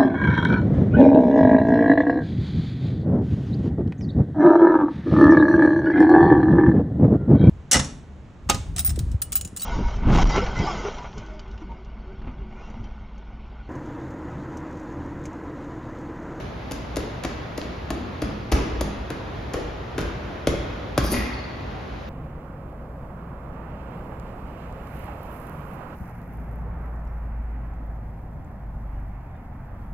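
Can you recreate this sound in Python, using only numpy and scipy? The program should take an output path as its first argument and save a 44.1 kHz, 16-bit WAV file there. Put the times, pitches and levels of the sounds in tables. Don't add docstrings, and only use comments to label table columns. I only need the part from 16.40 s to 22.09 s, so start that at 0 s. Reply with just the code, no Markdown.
import sys
import numpy as np
from scipy import signal
from scipy.fft import rfft, irfft, next_fast_len
from scipy.io import wavfile
from scipy.ndimage import uniform_filter1d

SR = 44100
rng = np.random.default_rng(int(sys.argv[2]) if len(sys.argv) > 2 else 0)


def waveform_to_disk(signal):
    frames = np.transpose(np.atleast_2d(signal))
    scaled = np.clip(frames, -1, 1) * 32767
    samples = np.round(scaled).astype(np.int16)
    wavfile.write(sys.argv[1], SR, samples)


N = 250929
T = np.arange(N) / SR

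# frequency in Hz, level in dB.
SLAP_COLOUR = [(150, -7), (600, 5), (1200, 1.5), (2500, 1.5), (4000, -1), (6200, -2), (9000, 4),
               (12500, -9.5), (16000, -16)]


def undb(db):
    return 10 ** (np.asarray(db) / 20)


def over_hz(hz, values, size=N):
    bins_hz = np.fft.rfftfreq(size, 1 / SR)
    return np.interp(np.log(bins_hz + 1), np.log(hz), values)


def colour(x, points):
    size = 2 * next_fast_len(x.shape[-1] // 2 + 2048)
    gain = undb(over_hz(*np.transpose(points), size=size))
    cepstrum = irfft(np.log(gain))
    cepstrum[1:] *= 2 * (np.arange(1, size) < size / 2)
    shaped = irfft(rfft(x, size) * np.exp(rfft(cepstrum)))
    return shaped[..., :x.shape[-1]]


def slap_colour(tilt):
    return [(hz, db + tilt * np.log2(hz / 2000)) for hz, db in SLAP_COLOUR]


def unit(x):
    return x / np.sqrt(np.mean(x ** 2))


def fade(t, t60):
    return np.exp(-np.log(1000) * t / t60)


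def swell(start, attack, hold, t60):
    t = T - start
    rise = np.clip(t / attack, 0, 1)
    return rise * fade(np.maximum(t - attack - hold, 0), t60)


def ring(modes, t):
    return sum(undb(db) * np.sin(2 * np.pi * hz * t) * fade(t, t60) for hz, db, t60 in modes)


def add(track, at, sound):
    i = int(at * SR)
    start = max(i, 0)
    part = sound[..., max(-i, 0):track.shape[-1] - i]
    track[..., start:start + part.shape[-1]] += part


def diffuse(size=N):
    # frequency in Hz, side minus middle level in dB.
    width = [(40, -34), (90, -18), (180, -14), (350, -5.5), (700, -1), (1500, -0.5), (3000, -4),
             (6000, -3.5), (11000, -0.5)]
    mid, side = rng.standard_normal((2, size))
    side = colour(side, width)
    return np.array([mid + side, mid - side])


def crack(t60):
    t = T[:SR // 10]
    spectrum = rfft(rng.standard_normal(len(t)) * fade(t, t60))
    burst = irfft(spectrum / np.abs(spectrum) ** .7) * fade(t, 4 * t60)
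    return unit(burst) * np.sqrt(np.mean(fade(t, t60) ** 2))


def squeal(hz, waver):
    drift = unit(uniform_filter1d(rng.standard_normal(N), size=200))
    pitch_hz = hz * (1 + waver * drift)
    return np.sin(2 * np.pi * np.cumsum(pitch_hz) / SR)


def ventilation():
    # frequency in Hz, level in dB per Hz before overall scaling.
    air_colour = [(18, -48), (26, -26), (36, -14), (55, 6.5), (75, 3), (110, 0.5), (190, -4), (320, -8),
                  (650, -11), (1200, -17), (2200, -23), (4000, -30), (7000, -44), (12500, -53),
                  (15000, -79)]
    # frequency in Hz, rms level in dB.
    motor = [(53.8, -54.5), (123.8, -48.5)]
    level_db = -35
    waver_db = .7 * np.interp(T, np.linspace(0, T[-1], num=40), rng.standard_normal(size=40))
    air = unit(colour(diffuse(), air_colour)) * undb(level_db + waver_db)
    hum = 0
    for hz, db in motor:
        hum = hum + undb(db) * np.sqrt(2) * np.sin(2 * np.pi * (hz * T + rng.random()))
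    return air + hum


def gym(x):
    # frequency in Hz, reverberation level in dB, t60 in seconds.
    bands = [(50, 11, 1.1), (131.3, 8.5, 0.79), (279, -4, 1.65), (660, -7, 3.3), (1230, 0, 2.6),
             (2300, 0.8, 2.1), (3400, 0.5, 2.6), (4700, -1.5, 1.22), (7600, -7, 0.66), (10500, -11, 0.54),
             (13000, -14, .36), (16000, -40, .2)]
    t = T[:SR]
    hz, db, t60 = np.transpose(bands)
    spectrum = rfft(diffuse(size=SR))
    early = (1 + 1.0 * np.exp(-t / 0.12)) * np.clip((t - .004) / 0.0013, 0, 1)
    response = 0
    for share, band_db, band_t60 in zip(np.eye(len(hz)), db, t60):
        envelope = fade(t, band_t60) * early
        envelope /= np.sqrt(np.sum(envelope ** 2))
        band = irfft(spectrum * over_hz(hz, share, size=SR))
        response = response + undb(band_db) * envelope * band
    return signal.fftconvolve(x[None], response, axes=1)


def glove(tilt):
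    crease_spread_db = 4
    skin, t = np.zeros(SR // 2), T[:SR // 10]
    grains = undb(crease_spread_db * rng.standard_normal(size=100)).repeat(45)
    creases = unit(uniform_filter1d(grains, size=20))[:len(t)]
    add(skin, 0, undb(5.5) * crack(t60=0.0048) * (1 - np.exp(-t / 0.00056)))
    add(skin, .0032, undb(-10.5) * crack(t60=0.013))
    add(skin, 0, undb(-13.5) * crack(t60=0.056) * creases)
    return colour(skin, slap_colour(tilt))


def shudder(pitch_hz, t60):
    # multiple of its pitch, level in dB.
    filling = [(.18, -0.5), (.4, -7), (.72, 18), (1.15, 20.5), (1.8, 2.5), (3, -9), (7.5, -12), (24, -39)]
    t = T[:SR // 2]
    shifting = rng.standard_normal(len(t)) * fade(t, t60) * (1 - np.exp(-t / 0.013))
    return colour(shifting, [(ratio * pitch_hz, db) for ratio, db in filling])


def knock(pitch_hz):
    # multiple of the knock pitch, level in dB, t60 in seconds.
    padding = [(.7, -15.5, 0.048), (1.0, 7, 0.028), (1.4, -14.5, 0.087), (2.07, 3, 0.023),
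               (2.55, -15.5, 0.055), (3.7, 0.5, 0.013)]
    t = T[:SR // 5]
    modes = [(ratio * pitch_hz, db, t60) for ratio, db, t60 in padding]
    return -ring(modes, t) * (1 - np.exp(-(t / 0.0027) ** 2))


def clap():
    # frequency in Hz, level in dB.
    hollow = [(120, 1), (250, 6.5), (470, 14.5), (750, 7.5), (1300, 1.5), (2200, -4), (5000, -22)]
    return colour(crack(t60=0.038), hollow)


def boom():
    # frequency in Hz, level in dB, t60 in seconds.
    whole_bag = [(62.5, 15, 0.13), (52.66, -5.5, 0.73), (107.7, -11, 0.19)]
    t = T[:SR]
    return ring(whole_bag, t) * (1 - np.exp(-(t / 0.024) ** 3))


def punches():
    # start in seconds, force in dB, slap tilt in dB per octave,
    # shudder of the filling in dB (before a fixed 10 dB cut), shudder pitch in Hz, room level in dB,
    # delay from slap to knock and clap in seconds, clap level in dB.
    blows = [(-.06, -30.5, 5.5, -28, 318, 0.5, 0.00083, -29), (0.3115, -25, 1.5, -30, 264, 3, 0.00041, -28),
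             (.567, -18, 0.5, -22.5, 380, 0, 0.00091, -21),
             (0.8475, -18.5, -4, -26, 330, -1.5, 0.00053, -22.5),
             (1.1769, -23.5, 1.0, -26.5, 314, 1, 0.003, -24.5),
             (1.5041, -16, -1.5, -19.5, 275, -1.5, 0.0018, -22.5),
             (1.819, -17.5, 0.2, -22, 270, 2, 0.0022, -23.5), (2.1172, -11, 0.4, -21, 335, 6, 0.0027, -16),
             (2.41, -16.5, 1.9, -20.5, 285, -1, 0.00043, -20.5),
             (2.702, -21.5, -2, -27, 291, 0.5, .003, -22.5),
             (3.136, -22, 0.8, -19, 441, 3.5, 0.0042, -18.5),
             (3.58, -19.5, 0.5, -26, 350, 3.5, 0.00098, -15.5),
             (4.071, -9.5, 1.7, -19, 375, 0, 0.00024, -13.5), (4.5775, -9, 1.8, -17, 230, -1, 0.00034, -11)]
    # start in seconds, level of the added boom in dB.
    hooks = [(1.82, -34), (2.119, -13.5)]
    # frequency in Hz, level in dB.
    far_wall = [(60, -26), (200, -12.5), (450, -9.5), (1000, -11.5), (2500, -23), (8000, -32)]
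    echo_s = .067
    firm_db, knock_sag_hz_per_db, slap_growth = -11.5, 1.5, 0.85
    knock_hz, slap_rel_db, boom_rel_db = 289, -3, -14
    near, hall = np.zeros(N), np.zeros((2, N))
    for at, force_db, tilt, shudder_db, shudder_hz, room_db, sink, clap_db in blows:
        harder_db = force_db - firm_db
        slap_db = firm_db + slap_rel_db + slap_growth * harder_db
        blow = undb(slap_db) * glove(tilt)
        blow += undb(shudder_db - 10) * shudder(shudder_hz, t60=0.53)
        add(blow, sink, undb(force_db) * knock(knock_hz - knock_sag_hz_per_db * harder_db))
        add(blow, sink, undb(clap_db) * clap())
        add(near, at, blow)
        add(near, at + echo_s, colour(blow, far_wall))
        add(near, at, undb(force_db + boom_rel_db) * boom())
        add(hall, at, undb(room_db) * gym(blow))
    for at, db in hooks:
        add(near, at, undb(db) * boom())
    return near, hall


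def snaps():
    # start in seconds, level in dB, tilt in dB per octave.
    folds = [(0.3188, -26, 3), (0.321, -24.5, 3), (0.5598, -24, 2.5), (0.564, -33, 0), (0.5707, -23.5, 2.5),
             (0.837, -21, 0.5), (0.8395, -20, -1), (0.8496, -15.5, -3.5), (0.8521, -15, -4),
             (1.1803, -38, 3), (1.5115, -27, 0.5), (2.1212, -15.5, 1), (2.124, -10.5, -1),
             (2.1286, -16, -2.5), (2.4135, -25, 3.5), (2.704, -23, 0.5), (3.1394, -25, 0), (3.144, -33, -3),
             (3.5865, -31, -2), (3.591, -19.5, -3.5), (3.608, -25, 1), (3.615, -25.5, 0.5),
             (4.074, -15.5, 1), (4.587, -14, -1.5)]
    out = np.zeros(N)
    for at, db, tilt in folds:
        add(out, at, undb(db) * colour(crack(t60=0.0038), slap_colour(tilt)))
    return out


def steps():
    # start in seconds, level in dB.
    landings = [(0.699, -52), (2.245, -29), (2.323, -25), (2.377, -26.5), (2.589, -30.5), (3.239, -30),
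                (3.62, -32), (4.336, -37), (4.627, -22), (4.779, -23.5)]
    out, t = np.zeros(N), T[:SR]
    floor = [(56.5, 6.0, 0.33), (72.4, -2, 0.17), (141.2, -10, 0.22)]  # (Hz, dB, t60 in seconds)
    for at, db in landings:
        add(out, at, undb(db) * ring(floor, t) * (1 - np.exp(-t / 0.01)))
    return out


def tick():
    out = np.zeros(N)
    tone = [(800, -16), (2400, 1.5), (4500, -2), (6500, -18), (11000, -30)]  # (Hz, dB)
    add(out, 1.2158, undb(-17.5) * colour(crack(t60=0.0037), tone))
    return out


def thump():
    # frequency in Hz, level in dB, t60 in seconds.
    core = [(126, 0, 0.053), (393, -9, 0.05)]
    out, t = np.zeros(N), T[:SR // 2]
    add(out, 4.585, undb(-8) * ring(core, t) * (1 - np.exp(-t / .003)))
    return out


def grind():
    # frequency in Hz, level in dB.
    pitches = [(4600, -5), (4790, -4.5), (4900, -7), (5120, -8), (5420, -5), (5800, -9), (6170, -7)]
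    start_s = 4.632
    load = undb(-38) * swell(start_s, attack=0.0091, hold=0.021, t60=0.72)
    whistle = undb(-37) * swell(start_s, attack=.01, hold=.012, t60=.16) * squeal(13500, waver=.008)
    return load * sum(undb(db) * squeal(hz, waver=0.04) for hz, db in pitches) + whistle


def chains():
    # start in seconds, link rattle in dB (before fixed cuts),
    # length in seconds, tug on the bag in dB (before a fixed 2 dB lift), tug pitch in Hz.
    jerks = [(4.634, -33.5, 0.031, -20, 300), (4.668, -41, .035, -28, 266), (4.699, -33.5, 0.021, -23, 168),
             (4.715, -22, .018, -12.5, 317), (4.745, -36, .07, -20, 271)]
    # frequency in Hz, level in dB, t60 in seconds (the first two vary below).
    link_modes = [(4770, -13, 0.11), (5500, -21, 0.07), (6130, -15, 0.066), (6850, -7, 0.09),
                  (9000, 10.5, 0.074), (9700, 0, 0.04), (10600, 0, 0.06), (11100, 1.5, 0.06),
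                  (11300, -1.5, 0.077), (12150, -5, .04), (13550, -9, 0.04)]
    clash_spread_db = 16
    out, t = np.zeros(N), T[:SR // 8]
    for at, db, length, tug_db, tug_hz in jerks:
        clashes = rng.random(size=(18, 2))
        forces = unit(undb(clash_spread_db * clashes[:, 1]))
        for when, force in zip(clashes[:, 0], forces):
            link = [(hz * (1 + 0.03 * rng.standard_normal()), gain_db + 3 * rng.standard_normal(), t60)
                    for hz, gain_db, t60 in link_modes]
            contact = colour(crack(t60=0.003), SLAP_COLOUR)
            add(out, at + when * length, undb(db - 13.0) * force * ring(link, t))
            add(out, at + when * length, undb(db - 17) * force * contact)
        add(out, at, undb(tug_db + 2.0) * shudder(tug_hz, t60=0.12))
    return out


def creak():
    # start in seconds, level in dB, hold in seconds.
    squeaks = [(4.704, -41.5, .004), (4.935, -37, 0.0081), (4.968, -42.5, 0.037), (5.037, -39.5, 0.0085),
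               (5.064, -51, 0.028), (5.125, -60, .02)]
    slips = sum(undb(db) * swell(at, attack=0.0031, hold=hold, t60=0.02) for at, db, hold in squeaks)
    return slips * squeal(4430, waver=0.0032)


def bonk():
    # frequency in Hz, level in dB, t60 in seconds.
    frame = [(245, 1.5, 0.21), (360, -7, .15), (563, -3.5, 0.28), (636, -2, 0.11)]
    out, t = np.zeros(N), T[:SR // 2]
    add(out, 4.722, undb(-25.5) * ring(frame, t) * (1 - np.exp(-t / 0.0094)))
    return out


def shackle():
    # start in seconds, ring level in dB, clatter level in dB.
    clanks = [(4.725, -42.5, -29), (4.741, -37.5, -23.5), (4.766, -41.5, -29.5), (4.802, -42.5, -37),
              (4.857, -47, -35), (4.905, -45.5, -46), (4.985, -54, -45), (5.09, -58, -53)]
    # frequency in Hz (varied below), level in dB, t60 in seconds.
    steel_modes = [(1089, 0, 0.16), (1405, -8, 0.1), (1713, -2, 0.18), (1866, 1.5, 0.2), (1958, 4.5, 0.23),
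                   (2020, -1, .13), (2126, 1, 0.12), (2185, -1.5, 0.12), (2330, -2, .14), (2436, 0, 0.15),
                   (2560, -2, 0.15), (2760, -5, .14), (2780, -9, .1), (3700, -11, 0.098)]
    rattle = [(200, -12), (650, 18.0), (2300, 0.5), (5000, 1.0), (12000, -16)]  # (Hz, dB)
    out, t = np.zeros(N), T[:SR // 2]
    for at, db, clatter_db in clanks:
        for hz, gain_db, t60 in steel_modes:
            buzz = 1 + .6 * unit(uniform_filter1d(rng.standard_normal(len(t)), size=300))
            mode = (hz * (1 + 0.0091 * rng.standard_normal()), gain_db, t60)
            add(out, at, undb(db) * ring([mode], t) * buzz)
        add(out, at, undb(clatter_db) * colour(crack(t60=0.068), rattle))
    return out


def hardware():
    return chains() + shackle() + grind()


def scuff():
    pitch_hz = 758
    rub = squeal(pitch_hz, waver=0.0355) + undb(-12) * squeal(pitch_hz * 0.61, waver=0.058)
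    return undb(-43) * swell(5.338, attack=.012, hold=0.07, t60=.08) * rub


def from_left(x, lag_ms):
    # frequency in Hz, left minus right in dB.
    pan = [(100, .3), (500, 2), (2000, 4.5), (4500, 6), (8000, 1), (12000, 0)]
    spectrum = rfft(x)
    lean = undb(over_hz(*np.transpose(pan)) / 2)
    late = np.exp(-2j * np.pi * np.fft.rfftfreq(N, 1 / SR) * lag_ms / 1000)
    return irfft(spectrum * np.array([lean, late / lean]), N)


def scene():
    blows, hall = punches()
    small = snaps() + tick() + scuff() + bonk()
    steel, hook = hardware(), creak()
    direct = from_left(blows + thump() + small + undb(-4.5) * steel + undb(-4) * hook, lag_ms=0.025)
    tail = gym(small + undb(-3.0) * steel + undb(-6) * hook)[:, :N]
    return direct + hall + tail + steps() + ventilation()


def record(dry):
    tone = [(6800, 2), (7500, -6.5), (8300, -31.5), (9300, -7),
            (10500, 1), (13000, 3.0), (16000, -10)]
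    heard = colour(dry, tone)
    ceiling, top_hz = .7, 16400
    rounded = ceiling * np.tanh(heard / ceiling)
    return signal.sosfilt(signal.ellip(8, .2, 70, top_hz, fs=SR, output="sos"), rounded)


dry = scene()
out = record(dry)
waveform_to_disk(out)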